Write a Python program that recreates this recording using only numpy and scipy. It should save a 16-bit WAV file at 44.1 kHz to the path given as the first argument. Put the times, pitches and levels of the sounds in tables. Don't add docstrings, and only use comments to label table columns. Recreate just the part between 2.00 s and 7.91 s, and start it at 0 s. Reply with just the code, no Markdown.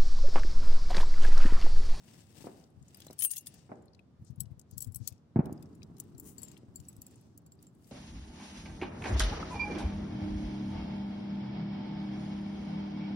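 import sys
import numpy as np
from scipy import signal
from scipy.fft import rfft, irfft
from scipy.io import wavfile
from scipy.ndimage import uniform_filter1d

SR = 44100
rng = np.random.default_rng(int(sys.argv[2]) if len(sys.argv) > 2 else 0)


def unload_audio(sound):
    columns = np.transpose(np.atleast_2d(sound))
    steps = np.round(np.clip(columns, -1, 1) * 32767)
    wavfile.write(sys.argv[1], SR, steps.astype(np.int16))


N = 260631
TIME = np.arange(N) / SR


# pitch in Hz, relative level in dB.
AIR_COLOUR = [(25, -18), (50, -8), (80, 5.5), (130, 6.5), (250, 0.5), (400, -9.5), (700, -15.5),
              (1200, -21), (2200, -31.5), (5000, -33.5), (9000, -43), (16000, -57.5)]
# pitch in Hz, correlation (1 is identical).
LIKENESS = [(30, 0.019), (100, 0.82), (250, 0.89), (500, 0.42), (1000, 0.21), (2500, 0), (16000, 0)]
# starting level in dB before the roll's own gain, fading in dB per second.
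ROLL_FADES = [(-35.5, 84), (-49, 6)]
# pitch in Hz, relative level in dB.
ROLL_COLOUR = [(30, -32), (60, -6), (100, -2), (170, -0.5), (300, -4.5), (400, -9.5), (520, -24.5),
               (800, -24.5), (1300, -30.5), (2200, -47), (4000, -97)]
# start in seconds, peak of the blast in dB,
# pulse length in milliseconds, then crack and scatter in dB, each before its shared gain.
BANGS = [(0.4427, -37, 1.07, -9, 0.5), (0.4692, -31, 0.73, -6, -8.5), (1.067, -43.5, 0.68, -9, -40),
         (1.101, -38.5, 0.72, -7, -27), (1.1088, -41.5, 0.77, -14, -26.5), (1.692, -51.5, 0.87, 4, 15),
         (1.717, -35, 0.49, 0, -4), (3.359, -14.5, 1.83, -13.5, -18.5), (3.3678, -20.5, 1.64, -15.5, -17.5),
         (3.3772, -28, 1.9, -22.5, -24.5), (3.3896, -12.5, 1.96, -13.5, -19),
         (3.3957, -21, 1.44, -28, -15.5), (3.403, -24, 1.8, -14, -22), (3.461, -39, 0.78, -0.5, -14),
         (3.496, -35, 0.54, -15, -18), (3.521, -30.5, 1.74, -22, -20), (4.632, -43, 1.1, -21, -15.5)]
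# pitch in Hz, relative level in dB.
CRACK_COLOUR = [(60, -50), (200, 0.5), (450, -7.5), (700, 1), (1000, -10.5), (1500, -17), (2400, -24),
                (3100, -45), (4500, -58.5)]
SCATTER_COLOUR = [(40, -40), (100, -10.5), (200, 1.5), (350, 1.5), (480, -4.5), (750, -5.5), (1100, -19),
                  (1600, -23), (2400, -34.5), (3500, -65.5)]
# start in seconds, level in dB before the shared bump gain, left-right dB.
BUMPS = [(0.763, -43.5, 38), (0.811, -41.5, 19), (2.188, -42, 1), (2.213, -36, 0), (2.298, -30.5, 26),
         (2.377, -33, 31.5), (2.394, -34, 30.5), (2.412, -32.5, 22.5), (2.461, -37.5, 19),
         (2.504, -33.5, 29), (2.569, -41.5, 12), (2.724, -35.5, 33.5), (2.765, -36.5, 23),
         (2.819, -41.5, 23), (2.867, -30, 33), (2.909, -39.5, 24), (2.955, -35, 32), (3, -31, 35),
         (3.032, -42, 29.5), (3.112, -38.5, 29), (4.139, -36.5, 37), (4.68, -43.5, 32.5), (4.79, -39, 19.5),
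         (4.978, -42.5, 26)]
# fastest moment in seconds,
# speeding up in seconds, slowing down in seconds, level in dB.
SLIDES = [(1.58, 0.069, 0.047, -69), (2.277, 0.018, 0.022, -65), (2.735, 0.03, 0.02, -70.5),
          (3.06, 0.048, 0.057, -64.5), (5.2, 0.09, 0.14, -77.5)]
# pitch in Hz, relative level in dB.
WEBBING_COLOUR = [(1500, -24), (3300, -14), (4500, -3.5), (6000, -1), (7500, -5), (10000, -16),
                  (16000, -29.5)]
# fastest moment in seconds, speeding up in seconds,
# slowing down in seconds, low swish in dB, high fizz in dB, left-right dB.
STROKES = [(.13, 0.12, .16, -58, -65.5, 6.5), (.405, 0.068, 0.1, -54.5, -60, 11),
           (0.571, 0.05, 0.078, -63.5, -71, 7), (1.02, 0.13, .14, -60.5, -69, 2),
           (1.53, 0.16, 0.14, -62, -76.5, 7), (1.762, 0.058, 0.089, -78, -92, 17.5),
           (2.83, 0.043, 0.028, -69, -68, -3), (3.07, 0.033, 0.067, -67, -78, 3),
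           (3.601, .07, 0.36, -74.5, -82.5, 4), (4.021, 0.066, 0.21, -71.5, -80, 7.5),
           (4.277, 0.028, 0.038, -59.5, -48.5, 10), (4.44, .07, 0.14, -61, -76, 3.5),
           (4.88, 0.1, 0.088, -68, -72, -2), (5.131, 0.14, 0.13, -67.5, -76.5, -1),
           (5.64, 0.042, .04, -69.5, -76, -1), (5.9, 0.083, .08, -67.5, -66.5, 4)]
# pitch in Hz, relative level in dB.
SWISH_COLOUR = [(30, -3.5), (150, 18), (300, 16.5), (500, 9), (750, 3.5), (1100, -4), (1800, -0.5),
                (2800, 2), (4100, -0.5), (5200, 2.5), (6800, -2.5), (8400, 2), (11000, -25), (16000, -43.5)]
FIZZ_COLOUR = [(2000, -72), (6000, 5.5), (9000, 10.5), (12000, 4.5), (16000, 9)]
# start in seconds, peak in dB, centre in Hz,
# spread to either side in octaves.
TICKS = [(.204, -55, 7600, .1), (0.638, -51, 4770, .34), (0.825, -54.5, 7200, 0.24),
         (0.881, -52.5, 6920, 0.25), (.9444, -42, 6100, 1.2), (0.9706, -43.5, 12700, 0.49),
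         (1.002, -42, 12000, 1.5), (1.0188, -43.5, 4000, 0.28), (1.047, -52, 6500, 1),
         (1.066, -41.5, 7100, 1.1), (1.082, -49.5, 3680, 0.055), (1.1073, -44, 5440, 0.96),
         (1.129, -41, 13000, 1.8), (1.8556, -61.5, 9400, .4), (1.8808, -58.5, 4380, 0.17),
         (1.9323, -55.5, 4800, 0.11), (1.947, -51.5, 4540, .3), (1.992, -48.5, 2270, 0.3),
         (2.247, -52, 8200, .23), (2.305, -58.5, 9000, .5), (2.358, -56.5, 10500, .4),
         (2.4556, -56, 3980, 0.35), (2.613, -51.5, 7240, 0.39), (3.123, -49.5, 5960, 0.77),
         (3.456, -43.5, 5430, 2.4), (3.526, -40, 9100, 0.5), (3.577, -56.5, 5200, 0.099),
         (3.625, -44, 8350, 1.1), (3.75, -56, 7900, 0.44), (3.819, -51, 2600, 0.33),
         (3.8298, -42, 5000, 0.28), (3.967, -51, 6000, .46), (3.982, -50, 8000, .7),
         (4.567, -50.5, 2780, 0.19), (4.575, -49, 6960, 1.4), (4.928, -52, 7700, 0.49),
         (5.1564, -51.5, 7300, 0.17), (5.59, -61, 4500, .08)]
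# start in seconds, peak in dB, treble tilt
# in dB per octave, then ring of the first and of the second tag in dB before the dog's ring level.
SHAGGY_HITS = [(1.183, -41, -8, -8.5, -2), (1.190, -24.5, -6, 9, 4), (1.198, -26.5, 14, 7, -9),
               (1.207, -26, -9.5, 7, -6), (1.2215, -19, -8.5, -11, 6), (1.227, -21.5, 1.5, 16, -8),
               (1.2375, -18, 0, -2.5, 9.5), (1.243, -23, -0.5, -8, 13.5), (1.2478, -6.5, 7, 7.5, 10),
               (1.252, -14, 11.5, 11, -12), (1.295, -33.5, -9, 4, -10), (1.305, -25, -5, -2, 1),
               (1.3115, -16, -1.5, 2.5, -13), (1.320, -31, -6, -4, 8), (1.333, -28, -7, -13, -13),
               (1.343, -40, -5, 0, -5), (1.353, -37, -11, -14, 1), (1.360, -25, -1, -22, 4),
               (1.366, -23.5, -5, -1, 1), (1.379, -22, 1, -15, -12), (1.4075, -39.5, -5, -7, 1),
               (1.460, -41, -5, -17, -2), (1.4685, -29.5, -6, -2.5, -7), (1.540, -45.5, -3.5, -8.5, -17)]
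BLACK_HITS = [(2.404, -20.5, 1.5, 6, -26), (2.5945, -41, -0.5, -7, -13), (2.7105, -47.5, 3, -11, -7),
              (2.7788, -21, 5.5, -2.5, -14), (2.805, -28, 1, 3, -21), (2.818, -29, -1, -6, 0),
              (2.823, -26, 0, 7, -21), (2.8445, -36.5, 0, -3, -9), (2.871, -47, 4, -2, -6),
              (2.921, -46.5, 2, 4, -4), (2.9455, -31, 4, -4, -29), (2.958, -24.5, 13, 5.5, -25),
              (3.0748, -18, 0.5, -6, -31), (3.082, -29, -1.5, -5, -22), (3.9995, -26.5, 0, -18, -22),
              (4.180, -42, 3, -6, -2), (4.1975, -35, 12, -8, -7), (4.3815, -34, -10.5, 7, 10),
              (4.418, -38, -1, 7, -15), (4.431, -31, -6.5, 6, 3), (4.449, -46, 3, -3, 8),
              (4.4815, -41, -9, -11, 4), (4.515, -44, -10, -7, -1), (4.7575, -34.5, 2.5, -16, 3),
              (4.8003, -42, -7, -10, -4.5), (4.885, -36, 9, 12, -12), (4.9645, -47.5, -4, 3.5, -21),
              (5.0173, -35, 1, -8, -3.5), (5.0655, -41, 1, -8, -6), (5.11, -53.5, 0, -10, 2),
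              (5.376, -40.5, 3, -2.5, -5), (5.463, -50, -4.5, -5.5, 2), (5.5195, -45, -10.5, -14, 4),
              (5.626, -47, 2, -21.5, -5), (5.668, -50.5, -9, -2.5, 7.5)]
# typical time from the contact in seconds, level in dB relative to the contact.
SOFT_TOUCHES = [(-.005, -21.5), (.011, -19.5), (0.029, -31.5)]
# pitch in Hz, relative level in dB.
CLACK_COLOUR = [(1000, -45), (2200, -21.5), (4000, -9), (6500, 1), (9000, 3), (12000, 2.5), (13600, -2),
                (15200, 4), (16000, 2)]
# typical pitch in Hz, typical
# relative level in dB, seconds to fade by 60 dB before each hit makes it longer or shorter.
SHAGGY_TAGS = [
    [(2775, -37.5, .38), (8600, -4.5, .12), (9890, 4.5, 0.088), (12610, -13.5, 0.067), (16100, -4.5, .035)],
    [(3130, -15, 0.023), (6480, -16.5, 0.043), (7250, -22, .07), (12104, -1, 0.028), (11470, 3.5, .04),
     (11740, -4.5, .045), (15350, -6.5, 0.048), (15580, 0, 0.031)],
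]
BLACK_TAGS = [
    [(4320, -14.5, 0.04), (5400, -19, 0.069), (7906, 11, 0.026), (7910, -33, 0.27), (8280, -9.5, 0.046),
     (10920, 6, 0.031), (10800, -31, 0.2), (11860, -8, .04), (11480, -5, 0.041), (14590, 2, 0.035)],
    [(4530, -9.5, 0.067), (6730, -9, 0.032), (7360, 11.5, 0.055), (9900, -9.5, 0.084), (12060, -3, 0.073),
     (7460, 5, 0.024)],
]
# time in seconds, left-right dB.
SHAGGY_SIDE = [(1.19, 16), (1.354, 7), (1.426, 5), (1.5, 8)]
BLACK_SIDE = [(2.4, 12.5), (3, 17), (4, 10.5), (4.45, 14), (4.8, 5.5), (5.65, 0.5)]

AIR_DB = -61
ROLL_START_S, ROLL_RISE_S = 3.42, 0.043
CASE_HZ = 119
STROKE_SHAPE = 1.3
TICK_SIDE_DB = 10.5
CEILING_DB, RECOVERY_DB_PER_S = -12, 35.5
EDGE_HZ = 15950


def amp(db):
    return 10 ** (np.asarray(db) / 20)


def unit_rms(x):
    return x / np.sqrt(np.mean(x ** 2) + 1e-20)


def unit_peak(x):
    return x / (abs(x).max() + 1e-12)


def read(points, hz):
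    f, value = np.transpose(points)
    return np.interp(np.log(hz + 1), np.log(f + 1), value)


def add(mix, s, sound):
    part = mix[:, max(round(s * SR), 0):][:, :sound.shape[1]]
    part += sound[:, :part.shape[1]]


def pan(side_db):
    gains = amp(np.array([side_db, -side_db]) / 2).reshape(2, -1)
    return gains / np.sqrt(np.mean(gains ** 2, 0))


def onset(t, rise_s):
    return 1 - np.exp(-t / rise_s)


def noise(colour, size):
    hz = np.fft.rfftfreq(size, 1 / SR)
    left, other = rfft(rng.standard_normal((2, size)))
    same = np.clip(read(LIKENESS, hz), -1, 1)
    right = same * left + np.sqrt(1 - same ** 2) * other
    return unit_rms(irfft(np.array([left, right]) * amp(read(colour, hz)), size))


def grains(width):
    return unit_rms(uniform_filter1d(rng.standard_normal(N), size=width))


def swell(s, rise_s, fall_s):
    distance = np.maximum((s - TIME) / rise_s, (TIME - s) / fall_s).clip(0, 6)
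    return np.exp(-distance ** STROKE_SHAPE)


def ring(hz, db, t60, t):
    step = np.exp((2j * np.pi * hz - np.log(1000) / t60) / SR)
    decays = np.cumprod(np.broadcast_to(step[:, None], (len(hz), len(t))), axis=1)
    phases = np.exp(2j * np.pi * rng.random((2, len(hz))))
    strength = amp(db) / np.linalg.norm(amp(db)) * phases
    return np.einsum("cm,mt->ct", strength, decays).real


def clatter(colour, t60, skip_s, count=64, size=1400):
    t = np.arange(size) / SR
    hz = (np.arange(count) + 2 + rng.random(count)) * 16000 / count
    uneven_db = 4 * rng.standard_normal(count)
    tones = ring(hz, colour(hz) + uneven_db, t60 * rng.uniform(0.21, 1.5, count), t)
    body = tones * (1 - np.exp(-(t / 0.00066) ** 2))
    out = np.zeros((2, SR // 4))
    for k, force in enumerate([0.91, 1, 0.43, 0.046]):
        add(out, k * skip_s * rng.uniform(.7, 1.3), force * body)
    return unit_peak(out)


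def air():
    return amp(AIR_DB) * noise(AIR_COLOUR, N)


def roll(gain_db=-2, lumps_db=2):
    age = np.maximum(TIME - ROLL_START_S, 0)
    level = np.sqrt(sum(amp(db - fade * age) ** 2 for db, fade in ROLL_FADES))
    rise = np.minimum(age / ROLL_RISE_S, 1)
    lumps = amp(gain_db + lumps_db * grains(900))
    return rise * level * lumps * noise(ROLL_COLOUR, N)


def bangs(low_hz=118, top_hz=560, crack_t60=0.077, scatter_t60=0.74, scatter_db=-14, crack_db=-5):
    out, t = np.zeros((2, N)), np.arange(SR) / SR
    bass_cut = signal.butter(4, low_hz, "highpass", fs=SR, output="sos")
    for s, db, length_ms, sharp_db, wet_db in BANGS:
        u = t * 1e3 / length_ms
        pulse = (u - 1) * np.exp(-u)
        distance = signal.butter(4, min(top_hz / length_ms, 8000), fs=SR, output="sos")
        blast = unit_peak(signal.sosfilt(np.vstack([bass_cut, distance]), pulse))
        blast = np.array([np.interp(t - .00022, t, blast), blast])
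        crack_fade = amp(crack_db + sharp_db - 60 * t / crack_t60)
        crack = noise(CRACK_COLOUR, len(t)) * crack_fade * onset(t, 0.00066)
        scatter_fade = amp(scatter_db + wet_db - 60 * t / scatter_t60)
        scatter = noise(SCATTER_COLOUR, len(t)) * scatter_fade * onset(t, 0.0017)
        add(out, s, amp(db) * (blast + crack + scatter))
    return out


def handling(rise_s=0.0099, scuff_db=-13, gain_db=-3, spread_octaves=0.087):
    out, t = np.zeros((2, N)), np.arange(8192) / SR
    scuff_colour = [(25, -31.5), (60, 2.5), (95, 10), (220, -5.5), (350, -23.5), (800, -41.0),
                    (3000, -51.5)]
    for s, db, side_db in BUMPS:
        hz = CASE_HZ * 2 ** (spread_octaves * rng.standard_normal())
        push = (t / rise_s) ** 2 * np.exp(-t / rise_s * 2.15)
        scuff = amp(scuff_db) * noise(scuff_colour, len(t)) * np.sqrt(push)
        bump = push * np.sin(2 * np.pi * hz * t) + scuff
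        add(out, s, amp(db + gain_db) * pan(side_db) * unit_peak(bump))
    return out


def knock(s=1.2485, db=-30, side_db=15, t60=0.029):
    out, t = np.zeros((2, N)), np.arange(2048) / SR
    colour = [(60, -9), (200, -3.0), (500, -6.5), (1000, -9.5), (2000, -14), (5000, -21.5),
              (12000, -42.5)]
    thud = noise(colour, len(t)) * amp(-60 * t / t60) * onset(t, 0.00026)
    add(out, s, amp(db) * pan(side_db) * unit_peak(thud))
    return out


def harness(side_db=11, grain_db=2):
    level = sum(amp(db) * swell(*timing) for *timing, db in SLIDES)
    rasp = unit_rms(amp(grain_db * grains(60)))
    return level * pan(side_db) * rasp * noise(WEBBING_COLOUR, N)


def fur(grain_db=2.5, clump_db=1.54):
    power = np.zeros((2, 2, N))
    for s, rise_s, fall_s, swish_db, fizz_db, side_db in STROKES:
        peaks = amp([swish_db, fizz_db])[:, None, None] * pan(side_db)
        power += peaks ** 2 * swell(s, rise_s, fall_s) ** 2
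    swish_level, fizz_level = np.sqrt(power)
    texture = unit_rms(amp(grain_db * grains(40) + clump_db * grains(500)))
    return texture * (swish_level * noise(SWISH_COLOUR, N) + fizz_level * noise(FIZZ_COLOUR, N))


def beside_hand(x, delay_s=0.001087, sway=0.046, share=0.17):
    drift = unit_rms(sum(np.sin(2 * np.pi * (f * TIME + rng.random())) for f in (.3, .5, .8)))
    late = TIME - delay_s * (1 + sway * drift)
    reflection = np.array([np.interp(late, TIME, side) for side in x])
    return (x + share * reflection) / np.hypot(1, share)


def tick(db, centre_hz, side_db, octaves, t60=0.023, skip_s=.0008):
    def resonance(hz):
        return -17 * np.log10(1 + (np.log2(hz / centre_hz) / octaves) ** 2)
    return amp(db) * pan(side_db) * clatter(resonance, t60, skip_s)


def ticks(faint_db=-61, faint_hz=7000, stray_s=.14, count=32):
    out = np.zeros((2, N))
    for s, db, hz, octaves in TICKS:
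        add(out, s, tick(db, hz, TICK_SIDE_DB, octaves))
    for k, (when, size, pitch) in enumerate(rng.random((count, 3))):
        s = STROKES[k % len(STROKES)][0] + stray_s * (2 * when - 1)
        db = faint_db + 10 * (size - .5)
        hz = faint_hz * 2 ** (pitch - .5)
        add(out, s, tick(db, hz, TICK_SIDE_DB, 0.21))
    return out


def tags(hits, path, discs, clack_t60, skip_s, ring_db, wash_db, scrape_db):
    out, t = np.zeros((2, N)), np.arange(SR // 4) / SR
    for s, db, tilt_db, *disc_db in hits:
        place = pan(np.interp(s, *np.transpose(path)))
        hit = clatter(lambda hz: read(CLACK_COLOUR, hz) + tilt_db * np.log2(hz / 9000), clack_t60, skip_s)
        for modes, level_db in zip(discs, disc_db):
            hz, mode_db, t60 = np.transpose(modes)
            hz = hz * (1 + .002 * rng.standard_normal(len(hz)))
            uneven_db = 3.5 * rng.standard_normal(len(hz))
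            freedom = amp(.3 * level_db)
            tones = ring(hz, mode_db + uneven_db, t60 * freedom, t)
            hit += amp(ring_db + level_db) * tones * (1 - np.exp(-(t / 0.0005) ** 2))
        hit += noise(CLACK_COLOUR, len(t)) * amp(scrape_db - 60 * t / .035) * onset(t, .0025)
        hit += noise(CLACK_COLOUR, len(t)) * amp(wash_db - 60 * t / .12) * onset(t, .004)
        add(out, s, amp(db) * place * unit_peak(hit))
        for lag_s, soft_db in SOFT_TOUCHES:
            touch = clatter(lambda hz: read(CLACK_COLOUR, hz), clack_t60, skip_s)
            add(out, s + lag_s * (.5 + rng.random()), amp(db + soft_db) * place * touch)
    return out


def scene():
    far = air() + roll() + bangs()
    touching = handling() + knock() + harness() + beside_hand(fur()) + ticks()
    shaggy = tags(SHAGGY_HITS, SHAGGY_SIDE, SHAGGY_TAGS, clack_t60=.03, skip_s=.0014,
                  ring_db=-5, wash_db=-28.5, scrape_db=-4.0)
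    black = tags(BLACK_HITS, BLACK_SIDE, BLACK_TAGS, clack_t60=0.014, skip_s=0.0008,
                 ring_db=-4.5, wash_db=-46, scrape_db=-13.5)
    return far + touching + amp(0.5) * (shaggy + black)


def record(dry):
    over_db = np.maximum(20 * np.log10(abs(dry).max(0) + 1e-9) - CEILING_DB, 0)
    recovered = RECOVERY_DB_PER_S * TIME
    held_db = np.maximum.accumulate(over_db + recovered) - recovered
    duck_db = uniform_filter1d(held_db, size=64)
    treble_cut = signal.firwin(511, EDGE_HZ, window=("kaiser", 8), fs=SR)
    return signal.oaconvolve(dry * amp(-duck_db), treble_cut[None], "same")


dry = scene()
out = record(dry)
unload_audio(out)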